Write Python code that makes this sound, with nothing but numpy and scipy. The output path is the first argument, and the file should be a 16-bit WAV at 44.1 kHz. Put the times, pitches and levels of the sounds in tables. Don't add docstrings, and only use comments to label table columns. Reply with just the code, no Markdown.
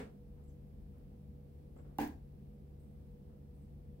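import sys
import numpy as np
from scipy import signal
from scipy.fft import rfft, irfft
from scipy.io import wavfile

SR = 44100
rng = np.random.default_rng(int(sys.argv[2]) if len(sys.argv) > 2 else 0)


def dump(signal):
    limited = np.clip(np.atleast_2d(signal).T, -1, 1)
    pcm = np.round(limited * 32767).astype(np.int16)
    wavfile.write(sys.argv[1], SR, pcm)


N = 176400


def amp(db):
    return 10 ** (np.asarray(db) / 20)

def unit_rms(x):
    return x / np.sqrt(np.mean(x ** 2) + 1e-20)

def curve_at(points, hz):
    freq_hz, value = np.transpose(points)
    return np.interp(np.log(hz + 1), np.log(freq_hz + 1), value)

def pan(left_minus_right_db):
    return amp(np.array([[.5], [-.5]]) * left_minus_right_db)

def add(mix, start_s, sound):
    part = mix[:, max(round(start_s * SR), 0):][:, :sound.shape[-1]]
    part += sound[..., :part.shape[1]]

def wander(rate_hz):
    hz = np.fft.rfftfreq(N, 1 / SR)
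    lowpass = np.exp(-(hz / rate_hz) ** 2)
    return unit_rms(irfft(rfft(rng.standard_normal(N)) * lowpass, N))

def ring(modes, rise_s):
    t = np.arange(SR) / SR
    swing = sum(amp(db) * np.exp(-np.log(1000) * t / t60_s) * np.sin(2 * np.pi * hz * t)
                for hz, db, t60_s in modes)
    return swing * (1 - np.exp(-(t / rise_s) ** 2))


# freq_hz, coherence
COHERENCE = [(60, 0.77), (130, .95), (290, 1), (640, -0.43), (1400, -0.034), (3100, -0.077),
             (15000, -0.025)]

def diffuse(spectrum, size, balance=((1, 0),)):
    hz = np.fft.rfftfreq(size, 1 / SR)
    mid, side = rfft(rng.standard_normal((2, size)))
    coherence = np.clip(curve_at(COHERENCE, hz), -1, 1)
    mid, side = mid * np.sqrt(1 + coherence), side * np.sqrt(1 - coherence)
    coloured = np.array([mid + side, mid - side]) * amp(curve_at(spectrum, hz))
    return unit_rms(irfft(coloured * pan(curve_at(balance, hz)), size))


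# pitch_hz, rms_db
FAN_HUM = [(53.5, -67), (72, -60.5), (144.5, -59.5), (195, -68), (398, -81.5), (483, -72)]
# freq_hz, relative_density_db
AIR_SPECTRUM = [(12, -42), (25, -19.5), (32, -17), (42, 1), (60, -2.5), (80, -1), (100, -3.5), (120, -13),
                (170, -13), (208, -3.5), (250, -14), (364, -19.5), (490, -20), (570, -23.5), (750, -27.5),
                (1000, -37.5), (1400, -43.5), (2400, -45), (3500, -48.5), (5200, -50.5), (6800, -55),
                (8500, -52), (10500, -51.5), (13000, -49.5), (15700, -48.5)]
# freq_hz, left_minus_right_db
FAN_BALANCE = [(30, 4.5), (60, 1.3), (130, 3.2), (300, -7), (1000, 0.5), (15000, 0)]

def fan(air_db=-55.5, swell_db=0.25, waver_depth=0.2, waver_hz=11, drift_rad=0.21):
    t = np.arange(N) / SR
    out = amp(air_db - swell_db * wander(rate_hz=3.4)) * diffuse(AIR_SPECTRUM, N, FAN_BALANCE)
    for pitch_hz, rms_db in FAN_HUM:
        phase = 2 * np.pi * (pitch_hz * t + rng.random()) + drift_rad * wander(waver_hz)
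        line = np.sqrt(2) * np.sin(phase) * (1 + waver_depth * wander(waver_hz))
        out += amp(rms_db) * line * pan(curve_at(FAN_BALANCE, pitch_hz))
    return out


def scrape_envelope(size, decay_s, rise_s=0.0029):
    t = np.arange(size) / SR
    return np.minimum(t / rise_s, 1) * np.exp(-t / decay_s)


# start_s, decay_s, squeak_db, squeak_hz, hiss_db
NIBBLE_EVENTS = [(0.434, 0.043, -86, 7600, -89), (0.477, 0.025, -80, 7700, -86),
                 (0.493, .03, -84, 6400, -89), (1.76, .005, -77, 7600, -92), (1.773, .035, -79, 7700, -96),
                 (2.795, 0.087, -86.5, 8340, -87), (3.539, 0.13, -90, 8340, -90),
                 (3.619, 0.021, -84, 8140, -89)]

def nibbles(size=16384, squeak_width_hz=420, hiss_hz=11000, hiss_width_hz=4000):
    out, hz = np.zeros((2, N)), np.fft.rfftfreq(size, 1 / SR)
    hiss = unit_rms(np.exp(-((hz - hiss_hz) / hiss_width_hz) ** 2))
    for start_s, decay_s, squeak_db, squeak_hz, hiss_db in NIBBLE_EVENTS:
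        squeak = unit_rms(1 / (1 + ((hz - squeak_hz) / squeak_width_hz) ** 2))
        spectrum = np.hypot(amp(squeak_db) * squeak, amp(hiss_db) * hiss)
        rub = irfft(rfft(rng.standard_normal((2, size))) * spectrum)
        add(out, start_s, rub * scrape_envelope(size, decay_s) * pan(left_minus_right_db=7))
    return out


# start_s, decay_s, level_db
NUDGE_EVENTS = [(.378, 0.074, -66), (0.939, 0.074, -68), (1.138, 0.018, -69.5), (1.762, 0.016, -54.5),
                (1.782, 0.028, -57), (1.791, 0.026, -61), (1.844, 0.12, -63), (3.294, 0.07, -68.5)]
# freq_hz, relative_density_db
NUDGE_SPECTRUM = [(150, 3.5), (550, 6.5), (900, -6.5), (1300, -7), (1600, -14.5), (2200, -19),
                  (4000, -31.5), (12000, -44)]

def nudges(size=16384):
    out = np.zeros((2, N))
    for start_s, decay_s, level_db in NUDGE_EVENTS:
        add(out, start_s, amp(level_db) * diffuse(NUDGE_SPECTRUM, size) * scrape_envelope(size, decay_s))
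    return out


# freq_hz, t60_s
ROOM_DECAY = [(150, .38), (800, 0.34), (2000, 0.25), (5000, 0.29), (15000, 0.27)]

def room_decay(x, hold_s):
    hz, t, bands = signal.stft(x, SR, nperseg=256)
    t60_s = curve_at(ROOM_DECAY, hz)[:, None]
    fade = np.exp(-np.log(1000) * np.maximum(t - hold_s, 0) / t60_s)
    return signal.istft(bands * fade, SR)[1][:, :N]


# freq_hz, relative_density_db
EARLIER_SPECTRUM = [(100, -7.5), (260, 3), (330, -18), (430, 6), (560, -4), (700, -5.5), (1100, -13.5),
                    (1500, -10), (2300, -14), (3500, -23.5), (6500, -32), (8500, -29.5), (11000, -37.5),
                    (15500, -38)]
# pitch_hz, level_db, t60_s
EARLIER_MODES = [(245, -43, 0.08), (429.4, -38.5, 0.064), (537, -47, 0.061), (752, -46, 0.037),
                 (980, -55, 0.069), (2210, -56.5, 0.11)]

def earlier_knock(echo_db=-45.5):
    out = amp(echo_db) * room_decay(diffuse(EARLIER_SPECTRUM, N), hold_s=0)
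    add(out, 0, ring(EARLIER_MODES, rise_s=0.0023))
    return out


# freq_hz, relative_density_db
ECHO_SPECTRUM = [(100, -6), (200, -4), (300, 3), (400, -11), (560, -10.5), (800, -1.5), (1020, -10.5),
                 (1300, -22), (1650, -10.5), (2700, -21), (3600, -25.5), (5500, -28.5), (8300, -31.5),
                 (9800, -35), (12000, -28), (13800, -38.5), (15400, -24.5)]
# freq_hz, left_minus_right_db
ECHO_PAN = [(150, 4.5), (800, -2), (2400, 2.5), (6000, 2.5), (10000, 0.5), (13000, -13), (15500, -7)]

def room_echo(knock_s, level_db=-39.5, delay_s=0.001, rise_s=0.014, grain_db=1.0):
    out, t = np.zeros((2, N)), np.arange(N) / SR
    reflections = diffuse(ECHO_SPECTRUM, N, ECHO_PAN)
    grain = unit_rms(amp(grain_db * wander(rate_hz=500)))
    swell = np.sqrt(np.minimum(t / rise_s, 1))
    add(out, knock_s + delay_s, amp(level_db) * swell * room_decay(reflections * grain, hold_s=0.04))
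    return out


def tick(spectrum, size=1024, peak_s=0.00032):
    t = np.arange(size) / SR
    return diffuse(spectrum, size) * t / peak_s * np.exp(-t / peak_s)


# start_s, gain_db
CLICK_EVENTS = [(.8194, -63), (.9844, -56), (2.0148, -41), (2.0238, -41), (2.046, -47), (2.0762, -34.5)]
# freq_hz, relative_density_db
CLICK_SPECTRUM = [(100, -22), (6000, -20), (9000, -19), (12000, -5), (14000, -3), (15500, -2)]

def stick_clicks():
    out = np.zeros((2, N))
    for start_s, gain_db in CLICK_EVENTS:
        add(out, start_s, amp(gain_db) * tick(CLICK_SPECTRUM))
    return out


# start_s, clack_gain_db, boom_gain_db, tick_gain_db
STRIKES = [(1.9854, -24, -34, -25), (2.0033, -44, -56, -38), (2.0133, -43, -38, -40)]
# pitch_hz, relative_db, t60_s
STICK_MODES = [(654, -10, 0.037), (812, 3.5, 0.029), (866, -8, 0.05), (938, -4, 0.026), (1006, -22, 0.068),
               (1507, -21.5, 0.058), (1660, -26, 0.068), (1973, -40.5, 0.038), (2225, -32.5, 0.049),
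               (2780, -17, 0.026)]
# pitch_hz, relative_db, t60_s
WALL_MODES = [(223.3, -8, 0.35), (259, -5.5, 0.41), (295.1, 0.5, 0.29), (444.5, -9.5, .42),
              (521.7, -16, 0.32), (815, -13, 0.29), (854, -15.5, .22), (926, -14.5, 0.21),
              (1013, -18, 0.18), (1620, -20, 0.29)]
# freq_hz, relative_density_db
TICK_SPECTRUM = [(100, -8), (1000, -0.5), (2500, 13), (5000, -1.5), (8300, 5), (11500, 2), (14000, 1.5),
                 (16000, 12.5)]

def knock(ring_lag_s=0.00073, left_lead_s=0.00013):
    out = np.zeros((2, N))
    clack = ring(STICK_MODES, rise_s=0.0023) * pan(left_minus_right_db=-5.5)
    boom = ring(WALL_MODES, rise_s=0.0021) * pan(left_minus_right_db=-3.2)
    for start_s, clack_gain_db, boom_gain_db, tick_gain_db in STRIKES:
        left, right = amp(clack_gain_db) * clack + amp(boom_gain_db) * boom
        add(out[:1], start_s + ring_lag_s - left_lead_s, left)
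        add(out[1:], start_s + ring_lag_s, right)
        add(out, start_s, amp(tick_gain_db) * tick(TICK_SPECTRUM) * pan(left_minus_right_db=2))
    return out


def scene():
    return (fan() + knock() + stick_clicks() + room_echo(knock_s=STRIKES[0][0])
            + earlier_knock() + nibbles() + nudges())

def record(dry, cutoff_hz=15850):
    lowpass = signal.firwin(511, cutoff_hz, window=("kaiser", 9), fs=SR)
    return signal.oaconvolve(dry, lowpass[None], "same")


dry = scene()
out = record(dry)
dump(out)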